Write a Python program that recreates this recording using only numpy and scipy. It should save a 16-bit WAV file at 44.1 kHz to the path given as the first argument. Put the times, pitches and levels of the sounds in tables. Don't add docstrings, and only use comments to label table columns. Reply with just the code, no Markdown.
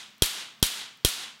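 import sys
import numpy as np
from scipy import signal
from scipy.fft import rfft, irfft, next_fast_len
from scipy.io import wavfile
from scipy.ndimage import minimum_filter1d

SR = 44100
rng = np.random.default_rng(int(sys.argv[2]) if len(sys.argv) > 2 else 0)


def dump(signal):
    limited = np.clip(np.atleast_2d(signal).T, -1, 1)
    pcm = np.round(limited * 32767).astype(np.int16)
    wavfile.write(sys.argv[1], SR, pcm)


N = 61739
LEAD = SR // 4
LENGTH = next_fast_len(N + LEAD)
T = np.arange(LENGTH) / SR

# start in seconds, level in dB,
# length of the thump in seconds, level of its rebound in dB against the thump.
DISCHARGES = [(-.2, -2, .002, -7), (0.2217, 0.5, 0.0016, -7.5), (0.627, 0, 0.0022, -20.5),
              (1.0483, -0.06, 0.0015, -5.5)]
# delay in seconds, level in dB against the direct arc.
NEAR_ECHOES = [(.0015, 7.5), (.0022, -10.5), (.0034, -13.5), (.005, -12.5), (0.0105, -5), (.01105, -7.5),
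               (.0153, -16), (0.0155, -13.5), (.023, -17), (.038, -17), (.041, -13)]
# frequency in Hz, gain in dB.
CRACK_SPECTRUM = [(100, -14.5), (750, -14), (1300, -6.5), (2100, -7), (3500, 0.5), (4800, -1), (10000, 1.5),
                  (16000, -3.5)]
# frequency in Hz, gain in dB, seconds to fall 60 dB.
CRACK_RINGS = [(1395, -25, 0.0058), (3246, -29.5, 0.018), (4030, -26.5, 0.011), (5920, -27.5, 0.0031)]
# band centre in Hz, relative level in dB, seconds to fall 60 dB.
REVERB_BANDS = [(70, -35, 0.45), (125, -21.5, .55), (224.7, -14.5, 0.61), (578, -13.5, 0.51),
                (1190, -6.5, 0.54), (2520, -2.5, 0.51), (3380, 3.7, 0.48), (4280, 1.5, 0.44),
                (5220, -3, 0.45), (9720, -2, .34), (12100, -5, 0.3), (15500, -11, 0.26)]
# frequency in Hz, relative level in dB.
HISS_SPECTRUM = [(25, -25), (80, -14), (135, 1), (210, -3.5), (400, -13), (1000, -6), (4000, -8.5),
                 (10000, -25.5), (16000, -22)]
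# start in seconds, level in dB.
CORONA_TICKS = [(.105, -41), (.182, -35.5), (.525, -45), (.601, -37), (.974, -36), (1.395, -39)]

HISS_DB, HUM_DB, HUM_HZ, HUM_WIDTH_HZ = -61, -73.5, 214.5, 7.8
REVERB_DB, REVERB_BUILD_S = -7.5, 0.0027
ARC_WANDER = 0.52
ARC_DB, GAPS_DB, GAP_COUNT, GAP_SPREAD_S = 19.5, 17.5, 9, .0028
SCATTER_COUNT, SCATTER_FROM_S, SCATTER_TO_S, SCATTER_DB, SCATTER_DB_PER_S = 26, .012, .065, -25.5, 143
THUMP_DB, REBOUND_DELAY_S, REBOUND_S = 5.5, 0.0015, 0.00281
OVERLOAD_DB = 5.5
LIMIT_DB, HOLD_S, RELEASE_DB_PER_S = -6.5, .06, 113
LOW_CUT_HZ, LOW_CUT_Q, TOP_CUT_HZ = 27, 0.78, 15800


def from_db(db):
    return 10 ** (np.asarray(db) / 20)


def rms_one(x):
    return x / np.sqrt(np.mean(x ** 2))


def at_hz(table, hz):
    table = np.array(table)
    return np.interp(np.log(np.maximum(hz, 1)), np.log(table[:, 0]), table[:, 1])


def colour(x, table):
    size = 2 * next_fast_len(len(x))
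    gain = from_db(at_hz(table, np.fft.rfftfreq(size, 1 / SR)))
    cepstrum = irfft(np.log(gain))
    cepstrum[1:size // 2] *= 2
    cepstrum[size // 2 + 1:] = 0
    return irfft(rfft(x, size) * np.exp(rfft(cepstrum)))[:len(x)]


def delayed(x, seconds):
    return np.concatenate([np.zeros(max(int(round(seconds * SR)), 0)), x])[:len(x)]


def room_tone():
    hiss_noise, hum_noise = rng.standard_normal((2, LENGTH))
    hum_edges = [HUM_HZ - HUM_WIDTH_HZ / 2, HUM_HZ + HUM_WIDTH_HZ / 2]
    hum = signal.sosfilt(signal.butter(2, hum_edges, "band", fs=SR, output="sos"), hum_noise)
    hiss = colour(hiss_noise, HISS_SPECTRUM)
    return from_db(HISS_DB) * rms_one(hiss) + from_db(HUM_DB) * rms_one(hum)


def reverberation(noise):
    hz, spectrum = np.fft.rfftfreq(LENGTH, 1 / SR), rfft(noise)
    centres = [row[0] for row in REVERB_BANDS]
    tail = 0
    for pick, (_, db, t60) in zip(np.eye(len(REVERB_BANDS)), REVERB_BANDS):
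        band_shape = at_hz(np.column_stack([centres, pick]), hz)
        band = irfft(spectrum * band_shape, LENGTH)
        tail = tail + band * from_db(db) * np.exp(-np.log(1000) * T / t60)
    return from_db(REVERB_DB) * tail * (1 - np.exp(-T / REVERB_BUILD_S))


def corona():
    above_5_khz = signal.butter(2, 5000, "high", fs=SR, output="sos")
    tick = signal.sosfilt(above_5_khz, signal.unit_impulse(LENGTH) + 1e-18)
    return sum(from_db(db) * delayed(tick, s + LEAD / SR) for s, db in CORONA_TICKS)


def spread(count):
    return (np.arange(count) + rng.random(count)) / count


def ring(x, hz, t60):
    r, w = from_db(-60 / (t60 * SR)), 2 * np.pi * hz / SR
    return signal.lfilter([1, -r * np.cos(w)], [1, -2 * r * np.cos(w), r * r], x + 1e-18)


def crack():
    shock = signal.unit_impulse(LENGTH)
    gaps = sum(delayed(shock, s) for s in GAP_SPREAD_S * spread(GAP_COUNT))
    echoes = sum(from_db(db) * delayed(shock, s) for s, db in NEAR_ECHOES)
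    scatter_delays = SCATTER_FROM_S + (SCATTER_TO_S - SCATTER_FROM_S) * spread(SCATTER_COUNT)
    scatter = sum(from_db(SCATTER_DB - SCATTER_DB_PER_S * s) * delayed(shock, s) for s in scatter_delays)
    arc = shock + echoes + scatter
    snaps = colour(from_db(ARC_DB) * arc + from_db(GAPS_DB) * gaps, CRACK_SPECTRUM)
    return snaps + sum(from_db(db) * ring(snaps, hz, t60) for hz, db, t60 in CRACK_RINGS)


def push(length_s):
    return np.sin(np.pi * np.minimum(T / length_s, 1))


def thump(length_s, rebound_db):
    rebound = from_db(rebound_db) * delayed(push(REBOUND_S), REBOUND_DELAY_S)
    return -from_db(THUMP_DB) * (push(length_s) + rebound)


def scene():
    close_crack = crack()
    wall_noise = rng.standard_normal(LENGTH)
    mix = room_tone() + corona()
    for start_s, db, thump_s, rebound_db in DISCHARGES:
        path_noise = rng.standard_normal(LENGTH)
        tail = reverberation(np.sqrt(1 - ARC_WANDER) * wall_noise + np.sqrt(ARC_WANDER) * path_noise)
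        shot = close_crack + thump(thump_s, rebound_db) + tail
        mix = mix + from_db(db) * delayed(shot, start_s + LEAD / SR)
    return np.tile(mix[LEAD:LEAD + N], (2, 1))


def limiter(x):
    peak_db = 20 * np.log10(np.abs(x).max(axis=0) + 1e-9)
    over_db = np.maximum(peak_db - LIMIT_DB, 0)
    half_hold = int(HOLD_S * SR) // 2
    held_db = -minimum_filter1d(-over_db, 2 * half_hold + 1, origin=half_hold, mode="constant")
    release_db = RELEASE_DB_PER_S * T[:N]
    duck_db = np.maximum.accumulate(held_db + release_db) - release_db
    return x * from_db(-duck_db)


def record(dry):
    ceiling = from_db(OVERLOAD_DB)
    overloaded = ceiling * np.tanh(dry / ceiling)
    w = 2 * np.pi * LOW_CUT_HZ
    low_cut = signal.bilinear([1, 0, 0], [1, w / LOW_CUT_Q, w * w], SR)
    top_cut = signal.ellip(10, .2, 80, TOP_CUT_HZ, fs=SR, output="sos")
    return signal.sosfilt(top_cut, signal.lfilter(*low_cut, limiter(overloaded)))


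dry = scene()
out = record(dry)
dump(out)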